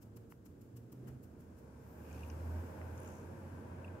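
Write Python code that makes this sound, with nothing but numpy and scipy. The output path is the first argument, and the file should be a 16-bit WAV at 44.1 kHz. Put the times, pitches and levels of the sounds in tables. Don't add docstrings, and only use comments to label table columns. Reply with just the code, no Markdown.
import sys
import numpy as np
from scipy import signal
from scipy.fft import rfft, irfft
from scipy.io import wavfile
from scipy.ndimage import uniform_filter1d

SR = 44100
rng = np.random.default_rng(int(sys.argv[2]) if len(sys.argv) > 2 else 0)


def digitize_waveform(pressure):
    field = np.atleast_2d(pressure).T
    bounded = np.clip(field, -1, 1)
    quanta = np.round(bounded * 32767).astype(np.int16)
    wavfile.write(sys.argv[1], SR, quanta)


N = 176400
PAW_PAN_DB = 3.5


def scratching():
    # peak_s, level_db, rise_s
    strokes = [(0.027, -65, 0.0098), (.170, -60, .0055), (0.315, -65, 0.011), (0.462, -63, 0.0075),
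               (.617, -66, 0.005), (0.772, -61, 0.0067), (0.926, -60, 0.005), (1.084, -62, 0.0079),
               (1.239, -64.5, 0.0077), (1.406, -71, 0.0097), (1.586, -71.5, 0.014)]
    # frequency_hz, relative_db
    fur_spectrum = [(500, -8), (1200, 2.5), (2000, -11), (2700, -3.5), (3700, -13), (5200, -4),
                    (10000, -5.5), (11800, 0), (13500, 2), (15500, -2)]
    fall_share, tail_s, tail_db = .85, .052, -73
    tip_hz, tip_lead_s = 10000, .002
    t, swell, tail = clock(), 0, 0
    for peak_s, level_db, rise_s in strokes:
        age = t - peak_s
        spread_s = np.where(age < 0, rise_s, rise_s * fall_share)
        swell = swell + undb(level_db) * np.exp(-(age / spread_s) ** 2 / 2)
        tail = tail + undb(tail_db) * (age > 0) * np.exp(-abs(age) / tail_s)
    hairs = colour(crackle(per_s=8000, scatter_db=2.5), fur_spectrum) * pan(PAW_PAN_DB)
    tips = signal.sosfiltfilt(signal.butter(2, tip_hz, "high", fs=SR, output="sos"), hairs)
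    early = np.interp(t + tip_lead_s / 2, t, swell)
    late = np.interp(t - tip_lead_s / 2, t, swell)
    brush_back = tail * colour(rng.standard_normal((2, N)), fur_spectrum)
    return tips * early + (hairs - tips) * late + brush_back


def paw_taps():
    # start_s, level_db, decay_s
    taps = [(.1765, -65, .002), (.3218, -50.5, .0011), (1.068, -61, .022)]
    # pitch_hz, width_hz, offset_db
    modes = [(1050, 700, -1), (1600, 700, -2), (2600, 900, -7)]
    knocks = sum(snap(start_s, pitch_hz, width_hz, level_db + offset_db, decay_s)
                 for start_s, level_db, decay_s in taps for pitch_hz, width_hz, offset_db in modes)
    return knocks * pan(PAW_PAN_DB)


def licking():
    # middle_s, half_length_s, pitch_hz, width_hz, level_db
    licks = [(2.184, 0.11, 2560, 328, -69.5), (2.18, 0.086, 5700, 2400, -73),
             (2.17, 0.098, 12000, 3500, -74), (3.07, 0.11, 11400, 3241, -72),
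             (3.103, 0.094, 6340, 800, -71), (3.066, 0.059, 2640, 390, -72.5)]
    catch_hz, catch_depth_db = 66.1, 4
    catch_phase = phase_of(catch_hz * (1 + 0.1146 * wander(rate_hz=30)))
    catch = undb(catch_depth_db * np.sin(catch_phase))
    t, rasps = clock(), 0
    for middle_s, half_length_s, pitch_hz, width_hz, level_db in licks:
        barbs = catch * crackle(per_s=1300, scatter_db=1.5)
        rasp = unit(ring(ring(barbs, pitch_hz, 2 * width_hz), pitch_hz, 2 * width_hz))
        swell = undb(level_db) * np.exp(-((t - middle_s) / half_length_s) ** 2 / 2)
        rasps = rasps + swell * rasp
    return rasps


def wet_ticks():
    # start_s, pitch_hz, width_hz, peak_db
    ticks = [(2.11, 2520, 300, -55.5), (2.127, 6500, 1200, -58), (2.2318, 2600, 400, -49),
             (2.269, 14000, 3000, -53), (2.282, 10400, 4000, -56), (2.2995, 5550, 1200, -51.5),
             (2.2992, 2600, 550, -53), (2.8135, 1750, 1100, -44.5), (2.977, 6300, 2200, -54),
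             (3, 10100, 900, -55), (3.076, 6700, 1000, -53), (3.844, 2650, 260, -48.5),
             (3.846, 8100, 600, -64), (3.877, 2620, 240, -55)]
    return sum(snap(*tick, decay_s=.002) for tick in ticks)


def blanket():
    # time_s, level_db
    levels = [(0, -62.5), (.04, -56), (.1, -58), (.15, -55.5), (.24, -55.5), (.38, -61), (.5, -57),
              (.78, -56), (.88, -55.5), (1.0, -53.5), (1.09, -50.5), (1.2, -56), (1.8, -59.5), (2.2, -54)]
    # frequency_hz, relative_db
    spectrum = [(30, -29), (56, -6.5), (85, 3), (160, -2.5), (225, 1), (330, -4), (470, -11), (1000, -27.5),
                (4000, -43.5)]
    return colour(diffuse(), spectrum) * undb(curve(levels))


def vehicle():
    # time_s, firing_hz, level_db
    engine = [(0, 98, -62), (.23, 115, -54.5), (.3, 113.4, -88), (.62, 114, -71), (.76, 118, -53),
              (.9, 121, -59.5), (1.0, 125, -51.5), (1.15, 128, -49.5), (1.22, 126, -71),
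              (1.55, 68.45, -63.5), (2.02, 76, -58), (2.17, 77.85, -48.5), (2.42, 81.5, -44),
              (2.59, 84.3, -39), (2.72, 84.5, -55), (2.84, 85, -47.5), (2.96, 86.5, -48.5),
              (3.16, 88, -58.5), (3.5, 89, -50.5), (3.62, 89.5, -56), (3.88, 90, -49.5), (4, 90, -59)]
    # time_s, level_db
    road_levels = [(0, -71.5), (.8, -79), (1.4, -66.5), (1.8, -61.5), (2.15, -54.5), (2.6, -51.5),
                   (3.05, -52), (3.3, -54.5), (3.6, -54.5), (4, -53)]
    # frequency_hz, relative_db
    road_spectrum = [(50, -34), (75, -4.5), (125, 6.5), (165, -4), (240, 0), (380, -5), (620, -8.5),
                     (720, -9), (920, -5.5), (1250, -17.5), (1550, -12), (1950, -22.5), (2500, -23),
                     (4000, -40.5)]
    # pitch_hz, width_hz, level_against_road_db
    room_modes = [(468.3, 7.5, -12.5), (617.4, 19, -12), (530.3, 4, -14), (1551, 21, -21.5)]
    pitch_jitter, waver_db = 0.00836, 0.45
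    harmonic_against_road_db, harmonic_waver_db = -14, 4.2
    road_gain = undb(curve(road_levels))
    phase = phase_of(curve(engine) * (1 + pitch_jitter * wander(rate_hz=24.9)))
    drone_db = curve(engine, column=2) + waver_db * wander(rate_hz=22.36)
    drone = np.sqrt(2) * np.sin(phase) * undb(drone_db)
    harmonic_db = harmonic_against_road_db + harmonic_waver_db * wander(rate_hz=5.65)
    harmonic = np.sin(6 * phase) * road_gain * undb(harmonic_db)
    road = colour(diffuse(), road_spectrum)
    ringing = sum(undb(db) * unit(ring(diffuse(), hz, width_hz)) for hz, width_hz, db in room_modes)
    return (drone + harmonic) * pan(-1.4) + (road + ringing) * road_gain


def hiss():
    # time_s, level_db
    levels = [(.9, -97), (1.45, -84), (1.88, -77.5), (2.02, -76), (2.15, -73), (2.55, -71.5), (2.9, -74.5),
              (3.55, -77), (4, -84)]
    # frequency_hz, relative_db
    spectrum = [(2500, -11), (4100, -7), (5200, -0.5), (7500, -4), (9600, -3), (13500, -9), (15500, -11.5)]
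    # time_s, centre_hz, level_db
    top_path = [(1.7, 13700, -92), (1.9, 13600, -73.5), (2.2, 12600, -76.5), (2.38, 13300, -77),
                (2.52, 13730, -72.5), (2.9, 13300, -78.5), (3.02, 13300, -80), (3.28, 12100, -82.5),
                (3.55, 12100, -83), (3.78, 11900, -100)]
    top_width_hz = 2300
    body = colour(rng.standard_normal((2, N)), spectrum) * undb(curve(levels))
    lowpass = signal.butter(2, top_width_hz / 2, fs=SR, output="sos")
    band = signal.sosfilt(lowpass, rng.standard_normal((2, N)))
    top = unit(band * np.sin(phase_of(curve(top_path))))
    return body + top * undb(curve(top_path, column=2)) * pan(3)


def room_tone():
    # frequency_hz, relative_db
    air_spectrum = [(25, -23.5), (60, 3), (120, 8), (330, -3.5), (520, -5.5), (800, -25.5), (1500, -19.5),
                    (2200, -31), (3800, -36), (7200, -32.5), (10000, -48)]
    air_db, hum_hz, hum_width_hz, hum_db = -63.5, 462.3, 9, -73
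    air = colour(diffuse(), air_spectrum)
    hum = unit(ring(ring(diffuse(), hum_hz, hum_width_hz), hum_hz, hum_width_hz))
    return undb(air_db) * air + undb(hum_db) * hum


def diffuse():
    # frequency_hz, likeness_0_to_1, left_minus_right_db
    microphone_pair = [(62, 1, -4.5), (124, 0.93, -1), (400, 0.89, -1.9), (657, 0.14, -5.5), (1190, 0, 9.5),
                       (2400, 0, -1)]
    likeness = np.clip(across(microphone_pair), -1, 1)
    lean_db = across(microphone_pair, column=2) / 2
    mid, side = rfft(rng.standard_normal((2, N)))
    mid, side = mid * np.sqrt(1 + likeness), side * np.sqrt(1 - likeness)
    return irfft(np.array([(mid + side) * undb(lean_db), (mid - side) * undb(-lean_db)]), N)


def crackle(per_s, scatter_db):
    hits = rng.random((2, N)) < per_s / SR
    signs = rng.choice([-1, 1], (2, N))
    sizes = undb(scatter_db * rng.standard_normal((2, N)))
    return unit(hits * signs * sizes)


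def snap(start_s, pitch_hz, width_hz, peak_db, decay_s):
    age = np.arange(SR // 10) / SR
    rise_s = .35 * decay_s
    burst = (1 - np.exp(-age / rise_s)) * np.exp(-age / decay_s) * rng.standard_normal((2, len(age)))
    edges_hz = [pitch_hz - width_hz / 2, pitch_hz + width_hz / 2]
    band = signal.sosfilt(signal.butter(3, edges_hz, "band", fs=SR, output="sos"), burst)
    sound = undb(peak_db) * band / abs(band).max(axis=1, keepdims=True)
    return np.pad(sound, ((0, 0), (int(start_s * SR), N)))[:, :N]


def wander(rate_hz):
    hold = int(SR / rate_hz)
    steps = np.repeat(rng.standard_normal(N // hold + 1), hold)
    return unit(uniform_filter1d(uniform_filter1d(steps, hold), hold)[:N])


def ring(x, pitch_hz, width_hz):
    return signal.lfilter(*signal.iirpeak(pitch_hz, pitch_hz / width_hz, fs=SR), x)


def colour(x, spectrum):
    return unit(irfft(rfft(x) * undb(across(spectrum)), N))


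def curve(rows, column=1):
    rows = np.array(rows)
    return np.interp(clock(), rows[:, 0], rows[:, column])


def across(rows, column=1):
    rows = np.array(rows)
    bins_hz = np.arange(N // 2 + 1) * SR / N
    return np.interp(np.log(bins_hz + 1), np.log(rows[:, 0]), rows[:, column])


def phase_of(pitch_hz):
    return 2 * np.pi * np.cumsum(pitch_hz) / SR


def pan(db):
    return undb(np.array([[db], [-db]]) / 2)


def undb(db):
    return 10 ** (np.asarray(db) / 20)


def unit(x):
    return x / np.sqrt(np.mean(x ** 2) + 1e-30)


def clock():
    return np.arange(N) / SR


def scene():
    cat = scratching() + paw_taps() + blanket() + licking() + wet_ticks()
    return cat + vehicle() + hiss() + room_tone()


def record(dry):
    right_top_hz, recorder_top_hz = 14300, 15700
    left = dry[0] + 0.69 * ring(dry[0], pitch_hz=7320, width_hz=450)
    right = signal.sosfiltfilt(signal.butter(2, right_top_hz, fs=SR, output="sos"), dry[1])
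    steep_lowpass = signal.ellip(10, .2, 70, recorder_top_hz, fs=SR, output="sos")
    return signal.sosfilt(steep_lowpass, np.array([left, right]))


dry = scene()
out = record(dry)
digitize_waveform(out)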